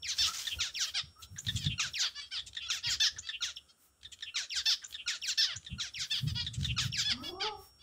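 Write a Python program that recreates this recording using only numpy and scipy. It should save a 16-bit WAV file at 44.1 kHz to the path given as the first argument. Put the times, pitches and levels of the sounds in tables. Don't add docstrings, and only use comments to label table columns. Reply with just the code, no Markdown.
import sys
import numpy as np
from scipy import signal
from scipy.fft import rfft, irfft, next_fast_len
from scipy.io import wavfile
from scipy.ndimage import map_coordinates

SR = 44100
rng = np.random.default_rng(int(sys.argv[2]) if len(sys.argv) > 2 else 0)


def file_out(sig):
    cols = np.atleast_2d(sig).T
    lim = np.clip(cols, -1, 1)
    pcm = np.round(lim * 32767).astype(np.int16)
    wavfile.write(sys.argv[1], SR, pcm)


N = 344950
TOP_HZ = 15650

# frequency_hz, gain_db
PIGEON_CROP = [(150, 7.5), (420, 1.5), (650, 0), (850, 3.5), (1170, 8), (1350, 2), (1700, -29), (3000, -50)]


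def amp(db):
    return 10 ** (np.asarray(db) / 20)


def unit(x):
    return x / np.sqrt(np.mean(x ** 2) + 1e-20)


def colour(points, hz):
    f, db = np.transpose(points)
    return amp(np.interp(np.log(hz + 1), np.log(f + 1), db))


def wobble(rate, size):
    knots = rng.standard_normal(int(size * rate / SR) + 4)
    return map_coordinates(knots, [np.arange(size) * rate / SR])


def filtered(x, response):
    m = next_fast_len(N + SR // 2)
    return irfft(rfft(x, m) * response(np.fft.rfftfreq(m, 1 / SR)), m)[:N]


def noise(spectrum):
    return unit(filtered(rng.standard_normal(N), lambda hz: colour(spectrum, hz)))


def add(track, s, sound):
    part = track[max(round(s * SR), 0):][:len(sound)]
    part += sound[:len(part)]


def level_curve(rows):
    return np.interp(np.arange(N) / SR, *np.transpose(rows))


def still_air():
    # frequency_hz, gain_db
    air_spectrum = [(25, -21), (90, -5), (200, 5.5), (600, 0.5), (1000, -7), (1350, 6.5), (2000, -12.5),
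                    (3000, -2.5), (4300, -13), (5500, -12), (7000, -2), (8300, 0), (10300, -4.5),
                    (11300, -43), (15500, -18)]
    return amp(-71 + 2.5 * wobble(3.6, N)) * noise(air_spectrum)


def low_drone():
    # frequency_hz, gain_db
    drone_spectrum = [(25, -30.5), (45, -16), (65, 5.5), (85, 0.5), (130, -12.5), (300, -24), (900, -31),
                      (3000, -84.5)]
    # time_s, level_db
    drone_level = [(0, -61), (.7, -60.5), (2, -65.5), (3, -60), (3.7, -78.5), (4.6, -70.5), (5.1, -72.5),
                   (7.82, -71)]
    return amp(level_curve(drone_level) + 6.3 * wobble(12, N)) * noise(drone_spectrum)


def whine():
    # time_s, level_db
    whine_level = [(0, -64), (1.1, -64.5), (1.5, -71), (6.7, -92), (7.2, -57.5), (7.82, -62)]
    hz = 5520 + 8 * wobble(60, N)
    phase = 2 * np.pi * np.cumsum(hz) / SR
    return amp(level_curve(whine_level) + 1.5 * wobble(9.4, N)) * np.sin(phase)


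def hiss(rest_db=-81, waver_db=2):
    # frequency_hz, gain_db
    hiss_spectrum = [(5000, -9), (8500, -2.5), (11500, -5), (15500, -0.5)]
    # top_s, length_s, level_db
    swells = [(.38, 0.78, -51.5), (0.837, 0.25, -52), (1.226, 0.11, -56), (1.5, 0.49, -56.5),
              (1.99, 0.37, -59), (2.748, .1, -56.5), (2.92, 0.12, -53.5), (3.443, 0.079, -63),
              (3.842, 0.16, -62.5), (4.697, 0.19, -56), (4.909, .1, -57), (5.097, 0.071, -72),
              (5.282, .13, -53.5), (6.19, 0.6, -59), (6.85, 0.11, -53.5), (7.015, 0.094, -54),
              (7.274, 0.18, -59), (7.638, 0.18, -59)]
    strength = np.full(N, amp(rest_db))
    for top, length, db in swells:
        add(strength, top - length / 2, amp(db) * np.hanning(int(length * SR)))
    return strength * amp(waver_db * wobble(6.1, N)) * noise(hiss_spectrum)


def turbulence(beak, size):
    spectrum = rfft(rng.standard_normal(size))
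    return unit(irfft(spectrum * colour(beak, np.fft.rfftfreq(size, 1 / SR)), size))


def syrinx(gesture, beak, flutter=0, flutter_hz=0, tilt_db=0, jitter=0.018, shimmer=0.64, jitter_hz=1400,
           uneven_db=4.0, uneven_hz=70, rasp=0.43):
    s, pitch, db, harmonics, rough = np.transpose(gesture)
    t = np.arange(int(s[-1] * SR)) / SR
    follow = lambda column: np.interp(t, s, column)
    rough = follow(rough)
    vibrato = flutter * np.sin(2 * np.pi * flutter_hz * t)
    hz = follow(pitch) * (1 + jitter * rough * wobble(jitter_hz, len(t)) + vibrato)
    k = np.arange(1, min(24, int(TOP_HZ / pitch.min())) + 1)[:, None]

    gains = colour(beak, k * hz) * amp(tilt_db * np.log2(k))
    gains /= 1 + (k / np.maximum(follow(harmonics), .5)) ** 9
    gains *= k * hz < SR / 2
    gains *= amp(uneven_db * np.array([wobble(uneven_hz, len(t)) for _ in k]))
    gains /= np.sqrt(np.sum(gains ** 2, axis=0) / 2 + 1e-20)

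    phase = 2 * np.pi * (k * np.cumsum(hz) / SR + rng.random(k.shape))
    voice = np.sum(gains * np.sin(phase), axis=0) + rasp * rough * turbulence(beak, len(t))
    fade = np.clip(np.minimum(t - s[0], s[-1] - t) / .002, 0, 1)
    return voice * amp(follow(db)) * (1 + shimmer * rough * wobble(jitter_hz, len(t))) * fade


def balcony(sound, near_db=-13, near_t60=0.26, far_db=-22, far_t60=0.18, wall_db=-6, wall_delay=0.019):
    t = np.arange(SR // 3) / SR

    def tail(t60):
        return unit(rng.standard_normal(len(t)) * amp(-60 * t / t60) * (t > .002)) / np.sqrt(len(t))

    response = (t == 0) + amp(near_db) * tail(near_t60) + amp(far_db) * tail(far_t60)
    walls = (rng.uniform(0.11, 1, size=4) * wall_delay * SR).astype(int)
    response[walls] += amp(wall_db) / 2
    return signal.fftconvolve(sound, response / np.linalg.norm(response))


def note(start, length, hz, end_hz, db, harmonics, rough, held=0, bend=1, scoop=0, droop_db=0,
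         attack=0.0052, release=0.0013, size=96):
    gate_db = 16
    t = np.linspace(0, length, size)
    opening = np.clip(t / attack, 0, 1)
    closing = np.clip((length - t) / release, 0, 1)
    glide = np.clip((t / length - held) / (1 - held), 0, 1) ** bend
    pitch = hz * (end_hz / hz) ** glide * (1 - scoop * (1 - opening))
    level = db + droop_db * t / length - gate_db * ((1 - opening) ** 2 + (1 - closing) ** 2)
    return np.transpose([start + t, pitch, level, np.full(size, harmonics), np.full(size, rough)])


def syllable(name, stray=0.00657):
    # start, length, attack, release [s]; hz, end_hz [Hz];
    # db, droop_db [dB]; harmonics [count of strong ones]; rough, held, scoop [0-1]; bend [exponent]
    squeak_notes = [dict(start=0, length=0.011, hz=5320, end_hz=5650, db=-5.5, harmonics=1.2, rough=0.24),
                    dict(start=0.0079, length=0.01153, hz=4300, end_hz=2680, bend=0.57, db=4, droop_db=-9.5, attack=0.0025, release=0.0035, harmonics=0.9, rough=0.23)]
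    hook_notes = [dict(start=0, length=0.036, hz=2886, end_hz=1790, bend=1.2, db=-1.5, droop_db=-3.5, harmonics=1.95, rough=0.18),
                  dict(start=.032, length=0.073, hz=868, end_hz=485, bend=1.4, db=2.5, droop_db=2, attack=0.024, release=0.041, harmonics=10.1, rough=0.18)]
    cry_notes = [dict(start=0, length=0.094, hz=891, end_hz=520, held=.36, bend=0.88, scoop=.25, db=-1, droop_db=-1.5, attack=0.0097, release=0.027, harmonics=20.2, rough=0.16)]
    chip_notes = [dict(start=0.0014, length=0.0262, hz=1945, end_hz=1458, db=-20, harmonics=1.5, rough=0.94),
                  dict(start=.022, length=0.0144, hz=5310, end_hz=7420, db=-11, droop_db=10, harmonics=1.2, rough=0.54)]
    stutter_notes = [dict(start=0.00074, length=0.0066, hz=896, end_hz=675, db=-18, attack=0.00092, release=.003, harmonics=11, rough=.95),
                     dict(start=.019, length=0.0087, hz=897, end_hz=705, db=-9.5, attack=0.00081, release=0.0045, harmonics=11, rough=0.71),
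                     dict(start=0.036, length=0.004, hz=925, end_hz=673, db=-6.5, attack=0.0008, release=0.0022, harmonics=9.7, rough=0.66),
                     dict(start=.036, length=0.019, hz=2033, end_hz=1665, bend=0.62, db=0.5, droop_db=-5.5, release=0.0077, harmonics=3.5, rough=0.39)]
    buzz_notes = [dict(start=0.0024, length=0.051, hz=3040, end_hz=2878, db=-4.5, attack=0.027, release=0.021, harmonics=1, rough=0.16)]
    tut_notes = [dict(start=.002, length=.031, hz=734, end_hz=575, db=-5.5, attack=0.012, release=0.016, harmonics=12.9, rough=0.65)]
    slur_notes = [dict(start=0, length=0.019, hz=1441, end_hz=1372, db=-12, harmonics=4.06, rough=0.14),
                  dict(start=.015, length=.028, hz=1403, end_hz=945.6, db=0, droop_db=-4, attack=0.0044, release=0.002, harmonics=7.6, rough=0.36),
                  dict(start=.038, length=.086, hz=995, end_hz=539, bend=.9, db=-5, droop_db=-12, attack=0.0046, release=0.029, harmonics=14.8, rough=0.4)]
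    # frequency_hz, gain_db
    hook_beak = [(600, -40.5), (1100, -24.5), (1600, -8), (2400, -13.5), (3200, -3), (4000, -2.5),
                 (5100, -1.5), (6700, -2), (7500, -1.5), (8400, -19), (10000, -8), (15000, -16)]
    cry_beak = [(600, -45), (1100, -28), (1700, -10), (2200, -22.5), (2800, -9.5), (3500, -1), (4300, -6.5),
                (5300, -1), (6200, -12), (7000, -24), (9500, -39.5), (15000, -34)]
    chip_beak = [(1000, -22.5), (1800, -3.5), (2500, -5), (3700, 10.5), (5200, -6.5), (7000, -4.5),
                 (9000, -12.5), (15000, -45)]
    tut_beak = [(600, -50), (1500, -25), (2500, -11), (3400, 1.5), (4500, -8), (5500, -11.5), (7200, -0.5),
                (9000, -12), (15000, -20)]
    slur_beak = [(600, -10.5), (1000, -31.5), (1450, 6), (2000, -3), (2900, 4), (3900, 7), (4700, 0.5),
                 (5600, 4), (6900, -0.5), (8000, -11.5), (9500, -22.5), (15000, -19.5)]
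    notes, beak = {
        "squeak": (squeak_notes, hook_beak), "hook": (hook_notes, hook_beak),
        "cry": (cry_notes, cry_beak), "chip": (chip_notes, chip_beak),
        "stutter": (stutter_notes, chip_beak), "buzz": (buzz_notes, chip_beak),
        "tut": (tut_notes, tut_beak), "slur": (slur_notes, slur_beak)}[name]
    flutter = .12 * (name == "buzz")
    tuning = [1, 1 + stray * rng.standard_normal(), 1, 1, 1]
    sound = np.zeros(SR // 6)
    for shape in notes:
        add(sound, 0, syrinx(note(**shape) * tuning, beak, flutter=flutter, flutter_hz=214.4))
    return balcony(sound)


def song():
    # delay_s, level_db, syllable name
    motif = [(0, 0, "stutter"), (.066, -2.5, "buzz"), (.154, -0.5, "slur"), (.308, -9.5, "squeak"),
             (.327, -5.5, "hook"), (.468, 4, "cry"), (.629, -4.5, "chip")]
    opening_names = ("stutter", "buzz")
    # start_s, opening_db, rest_db, name of the last syllable
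    songs = [(-.287, -33, -30.5, "chip"), (.432, -29, -28, "hook"), (1.624, -28.5, -27, "hook"),
             (2.53, -33, -28.5, "chip"), (3.251, -32.5, -30, "squeak"), (4.187, -35.5, -29, "chip"),
             (4.906, -35.5, -29, "chip"), (5.627, -40, -32, "hook"), (6.609, -29, -27.5, "hook")]
    # start_s, level_db, syllable name
    asides = [(.868, -41, "tut"), (1.216, -42, "tut"), (1.358, -33, "chip"), (1.447, -27, "stutter"),
              (1.553, -30.5, "tut"), (2.356, -38.5, "stutter"), (2.459, -40.5, "tut"),
              (4.011, -40.5, "stutter"), (4.113, -41, "tut"), (6.428, -31.5, "stutter"),
              (6.53, -38.5, "tut")]
    track = np.zeros(N)
    for start, opening_db, rest_db, last in songs:
        for delay, db, name in motif:
            if start + delay >= 0:
                song_db = opening_db if name in opening_names else rest_db
                add(track, start + delay, amp(db + song_db) * syllable(name))
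            if name == last:
                break
    for start, db, name in asides:
        add(track, start, amp(db) * syllable(name))
    return track


def rustle(depth_db=10, flutter_db=4.5, grain_db=2.0):
    # frequency_hz, gain_db
    feather_spectrum = [(500, -16), (1400, -1), (3000, 5.5), (6000, 10), (8000, 1.5), (11000, -14),
                        (15500, -8.5)]
    # start_s, length_s, level_db
    bursts = [(0.054, 0.56, -40), (.6, 0.42, -61.5), (1.43, 0.25, -55), (6.536, 0.22, -52)]
    strength = np.zeros(N)
    for start, length, db in bursts:
        arch = np.sin(np.linspace(0, np.pi, int(length * SR)))
        add(strength, start, amp(db + depth_db * (arch - 1.0)) * arch)
    grain = amp(flutter_db * wobble(46, N) + grain_db * wobble(700, N))
    return strength * grain * noise(feather_spectrum)


def far_bird():
    # start_s, length_s, pitch_hz (at mid-length), level_db
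    whistles = [(0.27, 0.044, 1317, -36.5), (1.157, 0.073, 1307, -54), (3.67, 0.042, 1345, -72),
                (7.172, 0.079, 1280, -48.5)]
    track = np.zeros(N)
    for start, length, hz, db in whistles:
        gesture = [(0, .93 * hz, -12, 1, .2), (length / 2, hz, 0, 1, .2), (length, 1.1 * hz, -12, 1, .2)]
        add(track, start, amp(db) * balcony(syrinx(gesture, PIGEON_CROP), far_db=1))
    return track


def flock(rise=0.01543, fall=0.014, clean=0.16, rough=0.46, harmonics=15):
    # start_s, length_s, pitch_hz, held_share (0-1), end_hz,
    # # level_db, swell_db, bright_db (per octave)
    calls = [(0.859, 0.045, 645, 0.61, 493, -39.5, 3, 1.5), (0.937, 0.075, 822, 0.29, 536, -32, 1.5, 4),
             (1.571, 0.1, 669, 0.18, 530, -44.5, 3, 6.5), (2.016, 0.07, 785, 0.19, 515, -33.5, -1, 2),
             (2.143, 0.072, 579.6, 0.47, 567.5, -42, 5.5, 4.5), (2.201, 0.09, 659, 0, 650, -51, -14, 9),
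             (2.307, 0.098, 794, 0.19, 509.6, -38, 4, 5), (2.611, 0.075, 692, 0.55, 636, -45.5, 6, 4),
             (2.826, 0.086, 480, 0.45, 450, -35, 5, 4), (3.218, 0.1, 668.4, 0.7, 622, -49.5, 7, 1.5),
             (3.676, 0.047, 544, 1, 541, -60.5, 3, 14), (5.458, 0.093, 780, 0.2, 513, -39.5, -2, 0),
             (6.098, 0.11, 895, 0.26, 503, -33.5, -6.5, 6.5), (6.262, 0.06, 695, 0, 561, -42, 2, 9.5),
             (6.344, 0.085, 485, 0.5, 463, -35.5, 5, 5.5), (7.039, 0.098, 863.4, 0.55, 582, -31, 6, 4.5),
             (7.226, 0.075, 575, 0.49, 550, -40.5, 2.5, 4), (7.396, 0.097, 825, 0.16, 502.5, -35, -3, 1),
             (7.786, 0.068, 580, .6, 550, -55, 19, 0)]
    # frequency_hz, gain_db
    flock_beak = [(500, -22), (1100, -8.5), (1700, -2.5), (2200, -7), (2800, -1), (3400, 6.5), (4000, -7.5),
                  (4700, 2), (5400, -9), (6500, -21.5), (9000, -32.5), (15000, -58)]
    track = np.zeros(N)
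    for start, length, hz, held, end_hz, db, swell_db, bright_db in calls:
        times = np.sort([0, rise, held * length, length - fall, length])
        pitch = np.interp(times, [0, rise, held * length, length], [0.84 * hz, .985 * hz, hz, end_hz])
        level = np.interp(times, [0, rise, length - fall, length], [-19, -swell_db / 2, swell_db / 2, -17])
        roughness = clean + rough * (1 - held) * (times > held * length)
        gesture = np.transpose([times, pitch, level, np.full_like(times, harmonics), roughness])
        call = syrinx(gesture, flock_beak, tilt_db=bright_db, uneven_hz=42.6)
        add(track, start, amp(db) * balcony(call))
    return track


def puffs(rise_s=0.014):
    # frequency_hz, gain_db
    rumble_spectrum = [(15, -64), (25, -35), (71, 2), (130, 4.5), (167, -3), (237, -14.5), (362, -34.5),
                       (460, -33), (600, -66), (780, -73), (1320, -120)]
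    # peak_s, level_db, ebb_s (time constant)
    gusts = [(1.04, -53.5, .02), (1.11, -63, 0.011), (1.325, -44, 0.036), (1.471, -37, 0.072),
             (1.555, -32, 0.038), (1.669, -27.5, 0.037), (1.865, -46, 0.028), (2.88, -44, 0.014),
             (5.57, -46.5, 0.015), (5.735, -36, 0.029), (5.99, -51.5, 0.046), (6.14, -52, 0.041),
             (6.254, -27, 0.046), (6.33, -40, 0.18), (6.593, -29, 0.047), (6.68, -37, 0.2),
             (6.86, -35, 0.046), (6.953, -41, 0.022), (7.1, -45.5, 0.076)]
    t = np.arange(N) / SR
    power = np.zeros(N)
    for peak, db, ebb in gusts:
        envelope = np.exp(-np.maximum((peak - t) / rise_s, (t - peak) / ebb))
        power += (amp(db) * envelope) ** 2
    return np.sqrt(power) * noise(rumble_spectrum)


def pigeon():
    # time_s, pitch_hz, level_db, count of strong harmonics, roughness (0-1)
    coo_gesture = [(7.05, 148.4, -63, 1.3, 0.7), (7.119, 222.7, -49, 1.3, .5), (7.279, 335.5, -51, 2, 0.76),
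                   (7.391, 386.7, -45, 3, 0.37), (7.46, 436, -35.5, 3, 0.31), (7.57, 384.7, -52.5, 3, 0.31),
                   (7.668, 378, -83, 3, 0.2)]
    track = np.zeros(N)
    start = coo_gesture[0][0]
    gesture = np.array(coo_gesture) - [start, 0, 0, 0, 0]
    coo = syrinx(gesture, PIGEON_CROP, jitter=0.0457, shimmer=0.87, jitter_hz=90.8, uneven_db=2, uneven_hz=19.6)
    add(track, start, balcony(coo, near_db=-6, far_db=0.5, far_t60=0.3))
    return track


def scene():
    background = still_air() + low_drone() + whine() + hiss()
    birds = song() + far_bird() + flock() + pigeon()
    mono = background + birds + rustle() + puffs()
    return np.array([mono, mono])


def record(dry):
    return np.array([filtered(channel, lambda hz: hz < TOP_HZ) for channel in dry])


dry = scene()
out = record(dry)
file_out(out)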